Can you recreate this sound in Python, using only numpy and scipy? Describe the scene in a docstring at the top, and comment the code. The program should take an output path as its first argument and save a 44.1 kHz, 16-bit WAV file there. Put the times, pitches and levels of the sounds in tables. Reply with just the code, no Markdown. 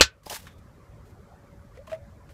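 """The dying ring of a knock, then a plastic coffee plunger clacks home, over rumble and wavering hum in a small van.
The blow is ringing modes, a pop and noise; spent grounds drop into a paper bin as grains and resonant knocks.
Hands rustle as coloured ticks. Later the plunger is drawn back and tapped: its air hoots, a sine rising in pitch.
A faint wall echo follows the near sounds; the recorder ducks its gain after loud peaks and softly clips."""
import sys
import numpy as np
from scipy import signal
from scipy.fft import rfft, irfft, next_fast_len
from scipy.io import wavfile
from scipy.ndimage import uniform_filter1d, minimum_filter1d, map_coordinates

SR = 44100
rng = np.random.default_rng(int(sys.argv[2]) if len(sys.argv) > 2 else 0)


def boost(x):
    """Linear amplitude factor 10**(x/20) for a level x in decibels (scalar or array-like)."""
    u = np.asarray(x, float) / 20
    return 10 ** u


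def store_pcm(level_fs):
    """Save levels as 16-bit WAV."""
    pcm = np.round(np.clip(level_fs, -1, 1) * 32767).astype(np.int16)
    wavfile.write(sys.argv[1], SR, np.atleast_2d(pcm).T)


N = 103061
T = np.arange(N) / SR  # s


def unit(x):
    """Scale to rms 1."""
    return x / np.sqrt(np.mean(x ** 2) + 1e-20)


def along(points, hz):
    """Interpolate (Hz, value) points on a log frequency axis."""
    f, v = np.transpose(points)
    return np.interp(np.log(hz + 1), np.log(f + 1), v)


def wobble(knots_per_s):
    """Smooth random curve through normal knots."""
    knots = rng.standard_normal(int(N * knots_per_s / SR) + 4)
    return map_coordinates(knots, [T * knots_per_s])


def filtered(x, response):
    """Multiply the spectrum of x by a response of frequency in Hz."""
    m = next_fast_len(len(x) + 8192)
    return irfft(rfft(x, m) * response(np.fft.rfftfreq(m, 1 / SR)), m)[:len(x)]


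def dying(start_s, t60_s, rise_s):
    """Envelope with exponential rise and decay."""
    t = np.maximum(T - start_s, 0)
    return boost(-60 * t / t60_s) * (1 - np.exp(-t / rise_s))


def tail(t60s, colour):
    """Noise in which each band dies at its own speed."""
    hz, t, z = signal.stft(rng.standard_normal(SR // 2), SR, nperseg=128)
    level_db = along(colour, hz)[:, None] - 60 * t / along(t60s, hz)[:, None]
    return signal.istft(z * boost(level_db), SR, nperseg=128)[1]


def grains(colour, spread_db):
    """Dense random ticks of uneven size, coloured, rms 1."""
    grains_per_s = 24000
    ticks = (rng.random(N) < grains_per_s / SR) * rng.standard_normal(N)
    ticks *= boost(spread_db * rng.exponential(size=N))
    return unit(filtered(ticks, lambda hz: boost(along(colour, hz))))


# Dying ring of an earlier knock. Each row: pitch in Hz, level in dB.
KNOCK_RING_PARTIALS = [(70, -28.5), (480, -27), (1100, -30.5), (2680, -20.5), (8200, -43)]
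# Colour of skin rubbing. Each row: frequency in Hz, relative level in dB per Hz.
SKIN_COLOUR = [(500, -29.5), (1000, 0.5), (1900, 0.5), (3500, -6.5), (4300, -11), (8000, -16.5),
               (14700, -28.5), (16000, -61)]
# Modes of the struck plastic. Each row: pitch in Hz, relative level in dB, t60 in s.
PLASTIC_MODES = [(70, -5, .15), (620, -2.5, 0.035), (891, -7.5, 0.068), (1163, -7, 0.067),
                 (1352, -6, 0.088), (1512, -13.5, .24), (1559, -2, 0.067), (1747, -5.5, 0.097),
                 (2080, -10, 0.059), (2483, -1.5, 0.1), (2651, -3, 0.088), (4010, -4, .08),
                 (4240, 3, 0.068), (4453, -0.5, 0.065), (4920, -7, 0.06)]
# Colour of the crash noise. Each row: frequency in Hz, relative level in dB per Hz.
CRASH_COLOUR = [(30, -17.5), (70, -4), (200, -15), (500, -5), (750, -13.5), (1340, -2), (2000, -6.5),
                (4320, -1.5), (7600, -7.5), (8600, -18.5), (14900, -27.5), (16000, -60.5)]
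# Decay of the crash noise. Each row: frequency in Hz, t60 in s.
CRASH_DECAY = [(100, .12), (500, 0.055), (2000, 0.11), (12000, 0.083)]
# Short cracks as the plunger chatters. Each row: delay after the blow in s, relative level in dB.
REBOUND_CRACKS = [(0, 5), (.0043, 2), (.0125, -2.5)]


def plunger():
    """An earlier knock's ring ends, then the blow rings the plastic, pops the air and sprays noise."""
    knock_ring_end_s, blow_s, blow_db = .0065, .0097, 7
    ring_db, grip_s, grip_t60_s = -15, 0.093, 0.07
    pop_hz, pop_db, pop_t60_s = 528, -5, 0.024
    crack_s, crash_db = .0007, -11.5

    knock_ring = sum(boost(db) * np.sin(2 * np.pi * hz * T + 1.5 * wobble(450))
                     for hz, db in KNOCK_RING_PARTIALS)
    knock_ring += boost(-40) * grains(SKIN_COLOUR, spread_db=0.6)
    knock_ring *= np.exp(-np.maximum(T - knock_ring_end_s, 0) / 0.00039)

    since_s = T - blow_s
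    blow = np.zeros(N)
    for hz, db, t60_s in PLASTIC_MODES:
        mode = np.sin(2 * np.pi * hz * since_s + 0.4 * wobble(80))
        blow += boost(ring_db + db) * dying(blow_s, t60_s, 0.000067) * mode
    blow *= boost(-60 * np.maximum(T - grip_s, 0) / grip_t60_s)  # the hand closes and damps the ring
    blow += boost(pop_db) * dying(blow_s, pop_t60_s, 0.0005) * np.sin(2 * np.pi * pop_hz * since_s)

    crash = tail(CRASH_DECAY, CRASH_COLOUR)
    t = T[:len(crash)]
    cracks = sum(boost(db) * (t >= late_s) * np.exp(-np.abs(t - late_s) / crack_s)
                 for late_s, db in REBOUND_CRACKS)
    crash = (1 + cracks) * crash / crash[:400].std()
    blow[round(blow_s * SR):][:len(crash)] += boost(crash_db) * crash
    return knock_ring + boost(blow_db) * blow


# Decay of the wall echo. Each row: frequency in Hz, t60 in s.
WALLS_DECAY = [(200, .2), (2000, 0.23), (10000, 0.053)]


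def walls(near):
    """Echo: near sounds, 130 samples late, convolved with decaying noise."""
    walls_db = -28
    echo = tail(WALLS_DECAY, [(100, 0)])
    wet = signal.fftconvolve(np.pad(near, (130, 0)), echo / np.linalg.norm(echo))[:N]
    return boost(walls_db) * wet


# Colour of rumble and hiss. Each row: frequency in Hz, relative level in dB per Hz.
VAN_COLOUR = [(20, -25), (45, -4), (91, -1), (200, -11), (290, -19), (560, -18), (800, -25.5),
              (1120, -23.5), (2300, -35), (2700, -41), (7500, -43), (8500, -46), (14700, -49.5),
              (16000, -70)]
# Hum coming and going. Each row: time in s, level in dB before wavering.
HUM_LEVEL = [(1.0, -68), (1.6, -61.5), (1.9, -65.5), (2.03, -54), (2.2, -68.5)]


def van():
    """Noise with patchy time-frequency level, plus a sine wavering in level and phase."""
    air_db, hum_hz = -50, 568
    hz, _, z = signal.stft(rng.standard_normal(N), SR, nperseg=1024)
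    field = uniform_filter1d(rng.standard_normal(z.shape), 4, 0)
    field = unit(uniform_filter1d(field, 3, 1))
    patchy_db = along([(100, 3.0), (1000, 4.2), (8000, 0.79)], hz)[:, None]
    air = signal.istft(z * boost(patchy_db * field), nperseg=1024)[1][:N]
    air = filtered(air, lambda f: boost(along(VAN_COLOUR, f)))
    hum_db = np.interp(T, *np.transpose(HUM_LEVEL)) + 2.5 * wobble(12)
    hum = boost(hum_db) * np.sin(2 * np.pi * hum_hz * T + 0.36 * wobble(11))
    return boost(air_db) * unit(air) + hum


# Falling grounds. Each row: time in s, relative patter level in dB.
GROUNDS_FALL = [(.233, -60), (.256, -62.5), (.262, -47.5), (.296, -52), (.299, -34), (.306, -42.5),
                (.315, -39), (.332, -36.5), (.352, -37.5), (.368, -42.5), (.384, -55), (.396, -52),
                (.41, -57.5), (.448, -65.5), (.472, -63), (.5, -80), (.54, -77)]
# Colour of grit. Each row: frequency in Hz, relative level in dB per Hz.
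PATTER_COLOUR = [(500, -12), (1200, -5.5), (4260, -6), (13800, -11.5), (15500, -14.5), (16000, -40)]
# Bin resonances. Each row: pitch in Hz, width in Hz, relative level in dB.
BIN_MODES = [(464, 80, -9.5), (589.3, 47, -8.5), (740, 69, -8.5), (885, 35, 1), (1010, 160, -10)]
# Lumps knocking the bin. Each row: time in s, relative level in dB, pitch favoured by the spot in Hz.
LUMP_KNOCKS = [(.2655, -22.5, 564), (.2685, -24.5, 1010), (.279, -39, 885), (.309, -20, 740),
               (.314, -23, 885), (.32, -25, 885), (.328, -21.5, 570), (.333, -27, 906), (0.366, -36, 900)]


def grounds():
    """Fine grains patter on the paper; each soft lump rings the bin's resonances nearest to its spot."""
    patter_db, boom_db = 5.5, 25
    lump_s, off_spot_db_per_octave = 0.00041, 34
    bin_low_hz = 446  # high-pass keeps the knocks from booming below this

    fall_db = np.interp(T, *np.transpose(GROUNDS_FALL), -120, -120)
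    patter = boost(patter_db + fall_db + 1.53 * wobble(150.2)) * grains(PATTER_COLOUR, spread_db=-1.5)

    boom = np.zeros(N)
    for hz, width_hz, db in BIN_MODES:
        pushes = np.zeros(N)
        for s, level_db, spot_hz in LUMP_KNOCKS:
            push_db = level_db - off_spot_db_per_octave * abs(np.log2(hz / spot_hz))
            pushes += boost(push_db) * np.exp(-((T - s) / lump_s) ** 2)
        boom += filtered(pushes, lambda f: boost(db) * 1j * f * width_hz
                         / (hz * hz - f * f + 1j * f * width_hz))
    return patter + boost(boom_db) * filtered(boom, lambda f: (1j * f / (bin_low_hz + 1j * f)) ** 2)


# Small ticks and one low thump. Each row: start in s, level in dB before the rise, pitch in Hz.
PING_HITS = [(0.262, -30.5, 5070), (0.264, -25.5, 160), (0.2985, -25, 2940), (.298, -28.5, 6000),
             (.36, -29, 1450), (0.469, -39.5, 1809), (.317, -29, 4950), (1.776, -48, 2000),
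             (1.875, -36.5, 1030), (1.916, -42, 2500), (1.93, -36.5, 1905), (1.946, -44.5, 2087)]


def pings():
    """Brief rough rings with random phase, and a thin, longer two-pitch sizzle."""
    ping_t60_s, rough_rad = 0.026, 1
    sizzle_s, sizzle_db, sizzle_t60_s = .458, -61.5, 0.4
    sizzle = sum(np.sin(2 * np.pi * hz * T + 0.87 * wobble(250)) for hz in (3400, 3630))
    out = boost(sizzle_db) * dying(sizzle_s, sizzle_t60_s, .001) * sizzle
    for s, db, hz in PING_HITS:
        ring = np.sin(2 * np.pi * hz * T + rough_rad * wobble(350))
        out += boost(db) * dying(s, ping_t60_s, 0.00093) * ring
    return out


# Rubs of the hands. Each row: start in s, length in s, level in dB before wobble, brightness 0-1.
RUSTLE_STROKES = [(0.452, 0.08, -62, 0.2), (.467, 0.0043, -47, 0), (0.581, 0.0051, -63.5, .95),
                  (1.051, 0.06, -66, 0.66), (1.747, 0.037, -62.5, .1), (1.868, 0.012, -52, 0.4),
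                  (1.895, 0.055, -52.5, 0.18), (2.289, 0.0058, -54.5, 0.1), (2.3, 0.047, -65, 0.8)]


def hands():
    """Short soft rubs, blended from dull skin to bright dry grit."""
    rise_s, fade_s = 0.0029, 0.01
    dull, bright = grains(SKIN_COLOUR, spread_db=0.8), grains(PATTER_COLOUR, spread_db=0.6)
    strokes = np.zeros(N)
    for s, length_s, db, shine in RUSTLE_STROKES:
        rise = np.clip((T - s) / rise_s, 0, 1)
        fade = np.exp(-np.maximum(T - s - length_s, 0) / fade_s)
        strokes += boost(db) * rise * fade * (dull + np.clip(shine, 0, 1) * (bright - dull))
    return strokes * boost(0.83 * wobble(100))


# Air in the chamber. Each row: time in s, pitch in Hz.
CHAMBER_PITCH = [(1.772, 460), (1.8, 550), (1.825, 595), (1.88, 625), (1.92, 641)]
# Taps on the chamber. Each row: start in s, hoot level in dB, click level in dB.
CHAMBER_TAPS = [(1.773, -40.5, -49), (1.79, -39.5, -65), (1.878, -40, -60), (1.917, -29.5, -41),
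                (1.922, -31.5, -55), (1.929, -26, -39.5)]


def chamber():
    """Taps click and set the air column ringing; it rises in pitch as the plunger moves."""
    hoot_t60_s, hoot_rise_s, click_t60_s, click_rise_s = 0.11, 0.0018, 0.019, 0.00025
    pitch_hz = np.interp(T, *np.transpose(CHAMBER_PITCH))
    tone = np.sin(2 * np.pi * np.cumsum(pitch_hz) / SR)
    hoot = sum(boost(db) * dying(s, hoot_t60_s, hoot_rise_s) for s, db, _ in CHAMBER_TAPS)
    click = sum(boost(db) * dying(s, click_t60_s, click_rise_s) for s, _, db in CHAMBER_TAPS)
    return hoot * tone + click * grains(SKIN_COLOUR, spread_db=0.7)


def scene():
    """Near sounds, their echo off the walls, and the van."""
    near = plunger() + grounds() + pings() + hands() + chamber()
    return (near + walls(near) + van())[None]


def top_cut(x):
    """Nothing passes above the cut-off."""
    return signal.sosfilt(signal.butter(12, 16390, fs=SR, output="sos"), x)


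def record(dry):
    """Loud peaks duck the gain, which holds and then returns; the rest softly clips."""
    duck_from_db, duck_db, hold_s, release_s, clip_at = -18.5, 5.5, .29, .11, .96
    level_db = 20 * np.log10(np.abs(dry[0]) + 1e-9)
    need_db = -np.clip(level_db - duck_from_db, 0, duck_db)
    hold, release = int(hold_s * SR) | 1, int(release_s * SR) | 1  # odd sample counts
    # origins make both windows look back in time
    held_db = minimum_filter1d(need_db, hold, origin=hold // 2, mode="nearest")
    eased_db = uniform_filter1d(held_db, release, origin=release // 2, mode="nearest")
    gain_db = np.minimum(held_db, eased_db)
    x = dry * boost(uniform_filter1d(gain_db, size=88))
    mix = x / (1 + np.abs(x / clip_at) ** 6) ** (1 / 6)
    return top_cut(mix)


dry = scene()
out = record(dry)
store_pcm(out)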